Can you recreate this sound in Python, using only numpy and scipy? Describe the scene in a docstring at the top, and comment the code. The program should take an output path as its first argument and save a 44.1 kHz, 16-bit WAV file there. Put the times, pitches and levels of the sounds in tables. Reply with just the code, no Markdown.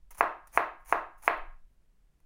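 """Over a wavering low rumble and faint hiss, both filtered noise, a knife slices an onion in four strokes.
Before the first knock small crackles open the scene; others come between the strokes and after the last.
In each stroke the wet crunch, a dense train of clicks, swells while a low thud of two table modes starts.
Then tip and heel knock on the wooden board: two wavelets, a bright tick and ringing board modes.
After every knock come short echoes, a decaying diffuse tail and the resonances of a small live room."""
import sys
import numpy as np
from scipy import signal
from scipy.fft import rfft, irfft
from scipy.io import wavfile
from scipy.ndimage import uniform_filter1d

SR = 44100
rng = np.random.default_rng(int(sys.argv[2]) if len(sys.argv) > 2 else 0)


def waveform_to_disk(signal):
    """Save audio, clipped to [-1, 1], as 16-bit WAV at the path in sys.argv[1]."""
    frames = np.transpose(np.atleast_2d(signal))
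    scaled = np.clip(frames, -1, 1) * 32767
    samples = np.round(scaled).astype(np.int16)
    wavfile.write(sys.argv[1], SR, samples)


N = 99225
T = np.arange(N) / SR  # time, s


def amp(db):
    """Decibel scale: 20 dB is a factor of ten in amplitude."""
    return 10 ** (np.asarray(db) / 20)


def unit(x):
    """Normalisation: scale to an rms of 1."""
    return x / np.sqrt(np.mean(x ** 2))


def at_hz(points, hz):
    """Logarithmic pitch axis: interpolate (pitch_hz, value) points along it."""
    pitch, value = np.array(points, float).T
    return np.interp(np.log(np.maximum(hz, 1)), np.log(pitch), value)


def convolve(x, response):
    """Linear superposition: every sample of x launches a copy of the response."""
    return signal.fftconvolve(x, response)[:N]


def colour(x, points, size=8192):
    """Minimum phase: a causal filter of unit power follows from the spectrum by folding its cepstrum."""
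    log_gain = np.log(amp(at_hz(points, np.fft.rfftfreq(size, 1 / SR))))
    cepstrum = irfft(log_gain)
    cepstrum[1:size // 2] *= 2
    cepstrum[size // 2 + 1:] = 0
    response = irfft(np.exp(rfft(cepstrum)))
    return convolve(x, response / np.linalg.norm(response))


def decay(age, t60):
    """Exponential damping: the level falls 60 dB in t60 seconds."""
    return np.exp(-np.log(1000) * age / t60)


def ring(modes):
    """Modal superposition: an impulse response of damped cosines, cut off after a second."""
    t = T[T < 1]
    out = sum(amp(db) * decay(t, t60) * np.cos(2 * np.pi * hz * t) for hz, db, t60 in modes)
    return np.pad(out, (0, N - len(t)))


# The four strokes; the knife meets the board at start_s. Hardness 1 is a usual contact.
# Columns: start_s, knock_level_db, hardness (ratio), crunch_level_db, thud_level_db; levels are relative
CHOPS = [(0.2095, 1.5, 0.94, 5, -1.5), (0.5758, 1.54, 1.054, 6, -0.5), (0.9264, 0, 0.93, 3, -4.5),
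         (1.2793, 1.5, 1.213, 3, -12)]
PUSH_S = 0.00006  # standard deviation of the push at hardness 1


def pushes():
    """Contact mechanics: each blow is a brief bell-shaped force, shorter for a harder contact."""
    force = np.zeros(N)
    for start, db, hardness, *_ in CHOPS:
        push = np.exp(-.5 * ((T - start) * hardness / PUSH_S) ** 2)
        force += amp(db) * push / push.sum()
    return force


# How well the board radiates. Columns: pitch_hz, level_db
WOOD = [(60, -29), (150, -15), (230, -12.5), (330, -1.5), (2600, 1), (3150, -11), (3700, -9), (4500, -11.5),
        (6500, -22)]


def wood(x):
    """Radiation efficiency: the board radiates neither deep bass nor treble well."""
    return irfft(rfft(x) * amp(at_hz(WOOD, np.fft.rfftfreq(N, 1 / SR))), N)


# Modes of the board. Columns: pitch_hz, level_db (relative), t60_s
BOARD = [(354.5, -15.5, 0.089), (468.2, -4, 0.042), (692.4, 14.5, 0.019), (900, 8, 0.021), (1066, 2, 0.11),
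         (1277, -15, 0.15), (1410, -14, 0.08), (1646, 4, 0.0507), (1924, -10, .05), (1950, -13.5, 0.03),
         (2280, -10.5, 0.023), (2431, -5.5, 0.077), (2581.5, 5.5, 0.012), (2850, -51.5, 0.038)]
# Spectrum of the edge's tick. Columns: pitch_hz, level_db (relative, per Hz)
TICK = [(150, -8.5), (1000, -2), (3000, 1), (3600, 4.5), (4300, -1), (5200, -0.5), (10000, -6),
        (16000, -11)]
CLACK_HZ = 1209  # peak of the clack's spectrum at hardness 1
CLACK_DB, BOARD_DB = -8, -29.5
TIP_LEAD_S, TIP_DB = 0.0008945, -4.5  # the tip lands just before the heel, and softer
TICK_DB, TICK_HARD_DB = -47.5, 41  # level at hardness 1, and its growth per unit of hardness


def knocks(force):
    """Impact excitation: tip and heel clack on the wood, the edge ticks and the board's modes ring."""
    clack, tick = np.zeros(N), np.zeros(N)
    for start, db, hardness, *_ in CHOPS:
        tip = start - TIP_LEAD_S
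        for when, gain in ((tip, amp(db + TIP_DB)), (start, amp(db))):
            # one short wavelet, a tall peak between two dips
            u = (np.pi * CLACK_HZ * hardness * (T - when)) ** 2
            clack += gain * (1 - 2 * u) * np.exp(-u)
        tick_gain = amp(db + TICK_HARD_DB * (hardness - 1))
        tick += tick_gain * np.sinc((T - tip) * SR)
    ringing = convolve(force, ring(BOARD))
    board = wood(amp(CLACK_DB) * clack + amp(BOARD_DB) * ringing)
    return board + amp(TICK_DB) * colour(tick, TICK)


# The blade sinks into the onion, one row for each stroke. Columns: start_s, rise_s
CUTS = [(0.172, 0.012), (0.528, 0.02), (0.858, 0.03), (1.222, 0.014)]
# Small crackles as blade and fingers press the onion. Columns: start_s, length_s, level_db (relative)
NICKS = [(0.1067, 0.017, -3.5), (0.1464, 0.026, -10.5), (0.4713, 0.011, -11), (0.516, 0.041, -21),
         (0.798, 0.042, -36.5), (0.848, 0.014, -18.5), (1.177, 0.16, -24), (1.374, 0.005, -20.5),
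         (1.70, 0.049, -41.5), (2.202, 0.004, -27)]
CUT_START_DB, CUT_RISE_DB = -19.5, 13  # the crunch starts soft and swells by this much
CUT_STOP_S = 0.004  # time constant of the stop at the board
GRAINS_PER_S, GRAIN_SPREAD_DB = 4500, 2.5
LAYERS_PER_S, LAYER_DB = 180, 1.3  # random unevenness of the layers


def onion():
    """Granular fracture: cells burst in dense clicks that swell as the blade sinks and stop at the board."""
    pressure = np.zeros(N)
    for (start, rise), (end, _, _, db, _) in zip(CUTS, CHOPS):
        depth = np.clip((T - start) / rise, 0, 1)
        swell = amp(CUT_START_DB + CUT_RISE_DB * depth)
        stop = np.exp(-np.maximum(T - end, 0) / CUT_STOP_S)
        pressure += amp(db) * (T > start) * swell * stop
    for start, length, db in NICKS:
        pressure += amp(db) * (T > start) * np.exp(-((T - start) / length) ** 2)
    bursts = (rng.random(N) < GRAINS_PER_S / SR) * rng.choice([-1, 1], N)
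    sizes = amp(GRAIN_SPREAD_DB * np.minimum(rng.exponential(size=N), 5))
    layer_steps = rng.standard_normal(N)
    layers = amp(LAYER_DB * np.interp(T * LAYERS_PER_S, np.arange(N), layer_steps))
    return pressure * layers * unit(bursts * sizes)


# Low modes of the table under the board. Columns: pitch_hz, level_db (relative), t60_s
TABLE = [(49.5, 3, 0.21), (113, -10, 0.51)]
THUD_LEAD_S, THUD_DB = 0.02, -46.5  # the thud starts before the knock


def thuds():
    """Low-frequency modal response: the weight of each stroke rocks the table."""
    out = np.zeros(N)
    for start, *_, thud_db in CHOPS:
        age = np.maximum(T - start + THUD_LEAD_S, 0)
        for hz, db, t60 in TABLE:
            gain = amp(THUD_DB + thud_db + db)
            out += gain * np.sin(2 * np.pi * hz * age) * decay(age, t60)
    return out


# First echoes from worktop and cook; a negative gain is the underside of the board.
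# Columns: delay_s, gain (ratio)
ECHOES = [(0.0034, 0.071), (0.0051, -0.069), (0.0072, 0.2)]


def echoes(x):
    """Specular reflection: nearby surfaces throw the sound back within milliseconds."""
    return sum(gain * convolve(x, np.sinc((T - delay) * SR)) for delay, gain in ECHOES)


def even(x):
    """Spectral whitening: flatten the broad bumps of a spectrum and keep its fine structure."""
    spectrum = rfft(x)
    local_power = uniform_filter1d(np.abs(spectrum) ** 2, size=200)
    return irfft(spectrum / np.sqrt(local_power), N)


ROOM_GAP_S, ROOM_BUILD_S = 0.006, 0.011
ROOM_END_S = 0.35  # around here the last of the tail dies faster


def room_shape():
    """Growth of the sound field: it builds up after a short gap and dies away quickly at the end."""
    build = np.clip((T - ROOM_GAP_S) / ROOM_BUILD_S, 0, 1)
    return build * np.exp(-(T / ROOM_END_S) ** 4)


# Reverberation time before room_shape shortens the end. 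Columns: pitch_hz, t60_s
ROOM_T60 = [(150, 0.31), (1000, 0.41), (2700, 0.44), (4500, 0.33), (7000, .29), (14000, .22)]
# Spectrum of the diffuse tail. Columns: pitch_hz, level_db (relative, per Hz)
ROOM_COLOUR = [(100, 8), (300, 4), (600, 1), (1000, -1.5), (1600, 1.5), (2400, -6.5), (3300, 4), (4200, 7),
               (6500, -4.5), (15000, -7.5)]
ROOM_DB = -6


def kitchen(x):
    """Diffuse reverberation: noise bands decay at their own rates, the high treble fastest."""
    noise, hz = rfft(rng.standard_normal(N)), np.fft.rfftfreq(N, 1 / SR)
    centres = np.geomspace(100, 16000, 14)
    tail = np.zeros(N)
    for centre, share in zip(centres, np.eye(len(centres))):
        band = irfft(noise * np.interp(hz, centres, share), N)
        tail += band * decay(T, at_hz(ROOM_T60, centre))
    tail = even(tail * room_shape()) * (T < 1)
    return amp(ROOM_DB) * convolve(x, colour(tail / np.linalg.norm(tail), ROOM_COLOUR))


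# Resonances of the room. Column: pitch_hz
ROOM_MODE_HZ = [617, 637, 684, 750, 901, 934, 1022, 1074, 1123, 1261, 1398, 1497, 1626, 1931]
# Their levels in the same order. Column: level_db (relative)
ROOM_MODE_DB = [-1, -5.5, -7.5, -4, 1, -1.5, 0.5, 0.5, -0.5, 0.5, -4.5, -7, -3.5, -9]
ROOM_MODES_DB, ROOM_MODE_T60_S = -40, 0.4  # decay before room_shape shortens the end


def room_resonances(force):
    """Standing waves: each push sets the room's modes ringing."""
    modes = ((hz, db, ROOM_MODE_T60_S) for hz, db in zip(ROOM_MODE_HZ, ROOM_MODE_DB))
    return amp(ROOM_MODES_DB) * convolve(force, ring(modes) * room_shape())


# Level of the deep rumble over time. Columns: time_s, level_db
RUMBLE = [(0, -49), (0.6, -65), (1.0, -51), (1.2, -60), (1.32, -47), (1.48, -44.5), (1.6, -53.5),
          (1.85, -68.5), (2.1, -69.5), (2.2, -59)]
# Spectrum of the rumble. Columns: pitch_hz, level_db (relative, per Hz)
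RUMBLE_COLOUR = [(8, 1), (20, 0), (45, -14.5), (80, -29.5), (200, -58.5), (1000, -100)]
# Spectrum of the steady room noise. Columns: pitch_hz, level_db (relative, per Hz)
FLOOR = [(20, 0), (35, 5), (55, -7), (80, -17), (150, -19.5), (300, -28.5), (600, -34.5), (2400, -41),
         (4000, -46), (11000, -48), (15000, -52.5)]
FLOOR_DB = -62.5


def background():
    """Stationary and modulated noise: a steady room noise and a deep rumble that comes and goes."""
    rumble_gain = amp(np.interp(T, *np.array(RUMBLE).T))
    rumble = unit(colour(rng.standard_normal(N), RUMBLE_COLOUR)) * rumble_gain
    floor = unit(colour(rng.standard_normal(N), FLOOR))
    return rumble + amp(FLOOR_DB) * floor


# Spectrum of the crunch heard directly. Columns: pitch_hz, level_db (relative, per Hz)
CRUNCH = [(150, -23), (500, -10), (950, 3), (1500, -7), (2300, -5.5), (3600, -22.5), (5000, -19),
          (6400, -7), (7900, -16.5), (10100, -2), (12500, -20.5), (14100, -2.5), (16000, -13.5)]
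# Spectrum of the crunch as it spreads into the room. Columns: pitch_hz, level_db (relative, per Hz)
CRUNCH_SPREAD = [(150, -18), (900, 0), (2300, -5.5), (3600, -17.5), (6400, -7), (8000, -9), (10200, -5.5),
                 (12500, -7), (16000, -8)]
CRUNCH_DB, CRUNCH_SPREAD_DB = -46, -48


def scene():
    """Direct and reverberant field: knocks and crunch, heard directly and through the room."""
    force, cells = pushes(), onion()
    knock = knocks(force)
    direct = knock + amp(CRUNCH_DB) * colour(cells, CRUNCH)
    spread = knock + amp(CRUNCH_SPREAD_DB) * colour(cells, CRUNCH_SPREAD)
    room = echoes(direct) + kitchen(spread) + room_resonances(force)
    return (direct + room + thuds() + background())[None]


TOP_HZ = 15900


def record(dry):
    """Band limitation: the recorder cuts the top with a steep elliptic low-pass."""
    low_pass = signal.ellip(10, .2, 70, TOP_HZ, fs=SR, output="sos")
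    return signal.sosfilt(low_pass, dry)


dry = scene()
out = record(dry)
waveform_to_disk(out)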